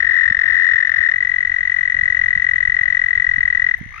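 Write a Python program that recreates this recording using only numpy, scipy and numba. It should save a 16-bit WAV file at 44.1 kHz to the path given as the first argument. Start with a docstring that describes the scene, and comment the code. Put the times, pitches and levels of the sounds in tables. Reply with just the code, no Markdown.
"""Two toads trill close by at a lake's edge; the lower stops first. Each pulse is one push of air that
sets the vocal folds oscillating, and the unequal pulse rates drift in and out of step. A faster toad
trills farther off, and a fourth chirps at the end, just after two reed ticks and a bubble. Reeds and
shore scatter the calls over a distant chorus. Light wind buffets the microphone, whose gain control
ducks when the pulses coincide."""
import sys
import numpy as np
from scipy import signal
from scipy.fft import rfft, irfft
from scipy.io import wavfile
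from scipy.ndimage import uniform_filter1d
from numba import njit

SR = 44100
rng = np.random.default_rng(int(sys.argv[2]) if len(sys.argv) > 2 else 0)


def wav_record(signal):
    """Record a signal, one row per channel, as 16-bit PCM in the file named by sys.argv[1]."""
    frames = np.transpose(np.atleast_2d(signal))
    bounded = np.clip(frames, -1, 1)
    # unit amplitude maps onto the largest positive 16-bit level
    quanta = np.round(bounded * 32767).astype(np.int16)
    wavfile.write(sys.argv[1], SR, quanta)


N = 176400

# trill speed; each toad slows as it runs out of air (time [s], pulse rate [1/s])
LOW_PULSE_RATE = [(0, 44.35), (.25, 43.65), (.5, 43.92), (.85, 43.64), (1, 42.62), (1.12, 36.07)]
HIGH_PULSE_RATE = [(0, 46.57), (.2, 46.66), (.5, 45.55), (.9, 45.53), (1.3, 44.68), (1.7, 44.64),
                   (2.15, 44.33), (2.3, 43.38), (2.45, 44), (2.6, 42.74), (2.75, 44.08), (3.25, 43.71),
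                   (3.55, 41.47), (3.68, 45.33), (3.75, 32.67)]
FAR_PULSE_RATE = [(0, 64), (1.4, 61), (2.7, 58.6), (3.1, 59), (3.75, 57.3), (4, 57.3)]
# loudness of each trill as heard, including the microphone's gain control
# ducking and slowly recovering (time [s], gain [dB])
LOW_GAIN = [(0, -5.5), (.2, -4), (0.701, -3.5), (0.901, -6), (1.121, -3.5)]
HIGH_GAIN = [(0, -7), (.2, -4.5), (0.422, -6), (.7, -4), (0.901, -6), (1.1, -5.5), (1.599, -5.5),
             (1.999, -4), (3.748, -3.5)]
FAR_GAIN = [(0, -32), (1.2, -29), (2.2, -25), (2.999, -27.5), (3.798, -29.5), (4, -24.5)]
# harmonics, from the fundamental up (left gain [dB], right gain [dB])
LOW_HARMONICS = [(0.5, -14.5), (-31.5, -35.5), (-40.5, -52), (-58, -72)]
HIGH_HARMONICS = [(0, -12.3), (-42, -37), (-47, -62), (-68, -78)]
FAR_HARMONICS = [(-0.5, -13.5), (-37, -40.5), (-27, -38), (-56.5, -64), (-38, -57.5)]
CHIRP_HARMONICS = [(2, -7), (-4.5, -13.5), (-34, -29), (-26, -34)]
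# how well the bodies radiate the low side of a call (frequency [Hz], gain [dB])
BODY_RADIATION = [(500, -3.5), (850, 1.5), (1000, -8.5), (1200, 1.5), (1450, 0), (1700, 0)]
# spectra of the chorus in open air and of the wind (frequency [Hz], relative density [dB])
CHORUS_SPECTRUM = [(300, -28), (600, -27.5), (900, -22), (1300, -19.5), (1600, -9), (1850, 3.5),
                   (2100, -11), (2400, -20.5), (3700, -22.5), (4700, -37.5), (6000, -30.5), (7000, -52),
                   (9000, -50.5), (16000, -50.5)]
WIND_SPECTRUM = [(13, -27), (22, 3.5), (53, 4.5), (98, 1), (148, -8.5), (241, -23), (443, -30.5),
                 (600, -38), (780, -65.5), (1320, -120)]
# slow swell of the wind (time [s], gain [dB])
WIND_SWELL = [(0, 3.1), (1, -2.45), (1.7, -1.2), (2.1, 0.95), (3, 1.5), (4, 2.8)]
# puffs on the microphone (time [s], frequency [Hz], left level [dB], right level [dB])
WIND_PUFFS = [(0.312, 150, -41.5, -20.5), (1.943, 160, -56, -33.5), (2.031, 90, -41, -24),
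              (2.108, 70, -36, -29), (2.367, 110, -42, -24), (2.69, 90, -25.5, -50),
              (2.815, 90, -29.5, -29.5), (3.382, 145, -49, -22.5), (3.451, 80, -52, -25),
              (3.814, 145, -49, -17.5), (3.832, 170, -50, -29), (3.863, 140, -53, -26)]
# snaps of dry reeds (time [s], gain [dB])
REED_TICKS = [(3.779, -42), (3.79, -43)]
# pulses of the fourth toad (time [s], pitch [Hz], gain [dB])
CHIRP_PULSES = [(3.924, 1130, -40.5), (3.944, 1215, -32), (3.966, 1245, -31.5), (3.984, 1340, -29.5)]

LOW_SPAN_S, HIGH_SPAN_S, FAR_SPAN_S = (.0093, 1.13), (.0071, 3.755), (.0112, 4.01)  # start, end
LOW_HZ, HIGH_HZ, FAR_HZ, SAG_HZ_PER_S = 1853.3, 1971.8, 2071.5, 4.2  # first mid-pulse pitches; their sag
JITTER_S, SCATTER_DB, SCATTER_HZ = .0003, -0.69, 1.4  # variation from pulse to pulse
SOFT_CLOSE, ONSET_S, LEAN = 0.23, .0009, 0.36  # envelope of a pulse; it leans towards its start
SLACK_PITCH, BUZZ_DRIVE = 0.51, 4.9  # share of the pitch left in slack folds; how soon overtones build
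SNAP_HZ, SNAP_RISE_S, SNAP_DECAY_S = 2750, 0.00048, 0.0007  # ring of the throat as the folds open
RASP_BAND_HZ, RASP_DB = (2460, 3930), -36
REEDS_DB, REEDS_DECAY_S, SHORE_DB, SHORE_DECAY_S = -24.5, 0.0027, -22.5, 0.17
CHORUS_DB, WIND_DB = (-39, -44), (-46, -41.5)  # left, right
GUST_DB, KNOCK_HZ, KNOCK_DB = 7.5, 330, -19  # swing of the gusts; the sharper core of a puff
PLOP_S, PLOP_HZ, PLOP_DB, PLOP_DECAY_S = 3.787, 732, -43, 0.004
LIMIT_DB, ATTACK_S, RELEASE_S, TOP_HZ = -4.5, 0.00066, 0.051, 16000


def undb(db):
    """Amplitude grows tenfold for every 20 dB."""
    return 10 ** (np.asarray(db) / 20)


def curve(rows, x):
    """Linear interpolation through (x, value) rows."""
    return np.interp(x, *np.array(rows).T)


def noise(spectrum):
    """Spectral shaping of white noise: uncorrelated left and right, rms 1."""
    hz, db = np.array(spectrum).T
    f = np.maximum(np.arange(N // 2 + 1) * SR / N, 1)
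    gain = undb(np.interp(np.log(f), np.log(hz), db))
    rolloff = (1 + (f / hz[-1]) ** 6) * (1 + (hz[0] / 2 / f) ** 2)
    x = irfft(rfft(rng.standard_normal((2, N))) * gain / rolloff, N)
    return x / x.std()


def drift(rate_hz):
    """Smoothing random steps gives a slow fluctuation."""
    k = int(SR / rate_hz)
    steps = np.repeat(rng.standard_normal(N // k + 1), k)
    return 0.95 * uniform_filter1d(uniform_filter1d(steps, k), k)[:N]


def add(out, centre_s, x):
    """Superposition of a short stereo sound, centred on a time."""
    i = int(centre_s * SR) - x.shape[1] // 2
    a, b = max(i, 0), min(i + x.shape[1], N)
    if b > a:
        out[:, a:b] += x[:, a - i:b - i]


def larynx_pulse(hz, harmonics, length_s, arch, droop, fall, lag_s, snap_db):
    """Flow-driven oscillation: the folds snap open, level and pitch arch, and pitch drops at closure."""
    t = np.arange(-441, 442) / SR
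    x = t / (length_s / 2)  # -1 at opening, +1 at closure
    age = np.maximum(t + length_s / 2, 0)
    push = np.cos(np.pi / 2 * np.clip(x, -2, 2))
    env = SOFT_CLOSE * np.logaddexp(0, push / SOFT_CLOSE)
    env *= np.minimum(age / ONSET_S, 1) * np.exp(-LEAN * x)
    tension = (1 - fall * np.clip(x, -1, 1)) / (1 + arch * x ** 2 + droop * x ** 6)
    pitch = hz * (SLACK_PITCH + (1 - SLACK_PITCH) * tension)
    lead_s = np.array([[0], [lag_s]])  # with a negative lag the left side leads
    phase = 2 * np.pi * (np.cumsum(pitch * (age > 0)) / SR + lead_s * pitch)
    buzz = np.tanh(BUZZ_DRIVE * env)  # overtones are full as soon as the folds touch
    tone = sum(undb(db)[:, None] * (buzz if k else env) * np.sin((k + 1) * phase)
               for k, db in enumerate(harmonics))
    snap = undb(snap_db) * np.sin(2 * np.pi * SNAP_HZ * age)
    snap *= np.exp(-age / SNAP_DECAY_S) * np.minimum(age / SNAP_RISE_S, 1)
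    band = signal.butter(3, RASP_BAND_HZ, "band", fs=SR, output="sos")
    rasp = undb(RASP_DB) * signal.sosfilt(band, buzz * rng.standard_normal((2, len(t))))
    return tone + undb(harmonics[0])[:, None] * (snap + rasp)


def trill(rate, span_s, level, hz, harmonics, length_s, **shape):
    """A quasi-periodic pulse train: the integral of the rate sets when each pulse falls."""
    t = np.arange(*span_s, 1 / SR)
    cycles = np.cumsum(curve(rate, t)) / SR
    out = np.zeros((2, N))
    for s in np.interp(np.arange(int(cycles[-1]) + 1), cycles, t):
        late, loud, sharp, long = rng.standard_normal(4)
        pitch = hz - SAG_HZ_PER_S * s + SCATTER_HZ * sharp
        pulse = larynx_pulse(pitch, harmonics, length_s * (1 + 0.016 * long), **shape)
        add(out, s + JITTER_S * late, pulse * undb(curve(level, s) + SCATTER_DB * loud))
    return out


def trilling_toads():
    """Two near pulse trains and a far one superpose; unequal rates carry them in and out of step."""
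    low = trill(LOW_PULSE_RATE, LOW_SPAN_S, LOW_GAIN, LOW_HZ, LOW_HARMONICS,
                length_s=.0108, arch=.077, droop=.55, fall=.006, lag_s=-.00012, snap_db=-21)
    high = trill(HIGH_PULSE_RATE, HIGH_SPAN_S, HIGH_GAIN, HIGH_HZ, HIGH_HARMONICS,
                 length_s=.0104, arch=.14, droop=.46, fall=.0054, lag_s=-.00016, snap_db=-23)
    far = trill(FAR_PULSE_RATE, FAR_SPAN_S, FAR_GAIN, FAR_HZ, FAR_HARMONICS,
                length_s=.0075, arch=.015, droop=.06, fall=.046, lag_s=-.000092, snap_db=-6.5)
    return low + high + far


def radiate(calls):
    """The radiation efficiency of the small bodies varies with frequency, colouring the low side."""
    f = np.arange(N // 2 + 1) * SR / N
    return irfft(rfft(calls) * undb(curve(BODY_RADIATION, f)), N)


def echoes(calls):
    """Diffuse reflection decays exponentially: quickly from the reeds, slowly from the shore."""
    t = np.arange(SR // 2) / SR
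    out = 0
    for db, decay_s in ((REEDS_DB, REEDS_DECAY_S), (SHORE_DB, SHORE_DECAY_S)):
        response = rng.standard_normal((2, len(t))) * np.exp(-t / decay_s) * (t > .002)
        response *= undb(db) / np.sqrt((response ** 2).sum(axis=1, keepdims=True))
        out = out + signal.fftconvolve(calls[:1], response, axes=1)[:, :N]
    return out * undb([[0], [-5]])


def distant_chorus():
    """Far calls and open air sum incoherently to a wavering noise that peaks near the toads' pitch."""
    return noise(CHORUS_SPECTRUM) * undb(np.array(CHORUS_DB)[:, None] + 1.5 * drift(40))


def wind():
    """Turbulent pressure at each microphone port gives a separate gusty rumble, with single soft puffs."""
    gust_db = GUST_DB * np.tanh([drift(25), drift(25)]) + curve(WIND_SWELL, np.arange(N) / SR)
    out = noise(WIND_SPECTRUM) * undb(np.array(WIND_DB)[:, None] + gust_db)
    t = np.arange(-1323, 1324) / SR
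    for s, hz, left_db, right_db in WIND_PUFFS:
        u, v = (np.pi * hz * t) ** 2, (np.pi * KNOCK_HZ * t) ** 2
        puff = (2 * u - 1) * np.exp(-u)
        knock = undb(KNOCK_DB) * (2 * v - 1) * np.exp(-v)
        add(out, s, undb([[left_db], [right_db]]) * (puff + knock))
    return out


def reed_ticks():
    """Dry reeds snap in brief broadband transients, of which only the high treble is kept."""
    out, t = np.zeros((2, N)), np.arange(-441, 442) / SR
    decay = np.exp(-abs(t) / .0012) * (t >= 0)
    for s, db in REED_TICKS:
        add(out, s, undb(db) * rng.standard_normal((2, len(t))) * decay)
    return signal.sosfilt(signal.butter(2, 9500, "high", fs=SR, output="sos"), out)


def bubble_plop():
    """A small bubble bursting at the surface rings as a damped oscillator."""
    out, age = np.zeros((2, N)), np.maximum(np.arange(-1764, 1765) / SR, 0)
    ring = np.sin(2 * np.pi * PLOP_HZ * age) * np.exp(-age / PLOP_DECAY_S)
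    add(out, PLOP_S, undb(PLOP_DB) * ring[None])
    return out


def chirping_toad():
    """The folds of a fourth toad oscillate at a lower frequency, in a few pulses of rising pitch."""
    out = np.zeros((2, N))
    for s, hz, db in CHIRP_PULSES:
        pulse = larynx_pulse(hz, CHIRP_HARMONICS,
                             length_s=.01, arch=.36, droop=.36, fall=.04, lag_s=.00005, snap_db=-14)
        add(out, s, undb(db) * pulse)
    return out


def scene():
    """Sound pressures add linearly: toads, echoes, chorus, wind, reeds and water."""
    calls = radiate(trilling_toads() + chirping_toad())
    chorus = distant_chorus()
    return calls + echoes(calls) + chorus + wind() + reed_ticks() + bubble_plop()


@njit
def follow(x, attack, release):
    """Envelope detection by a first-order lag, with separate rates of rise and fall."""
    out, level = np.empty(len(x)), 0.
    for i in range(len(x)):
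        level += (x[i] - level) * (attack if x[i] > level else release)
        out[i] = level
    return out


def record(dry):
    """Limiting: above a threshold, gain varies inversely with the envelope; a low-pass cuts the top."""
    env = follow(np.abs(dry).max(axis=0), 1 / (1 + ATTACK_S * SR), 1 / (1 + RELEASE_S * SR))
    held = dry / np.maximum(env / undb(LIMIT_DB), 1)
    return signal.sosfilt(signal.ellip(8, .2, 70, TOP_HZ, fs=SR, output="sos"), held)


dry = scene()
out = record(dry)
wav_record(out)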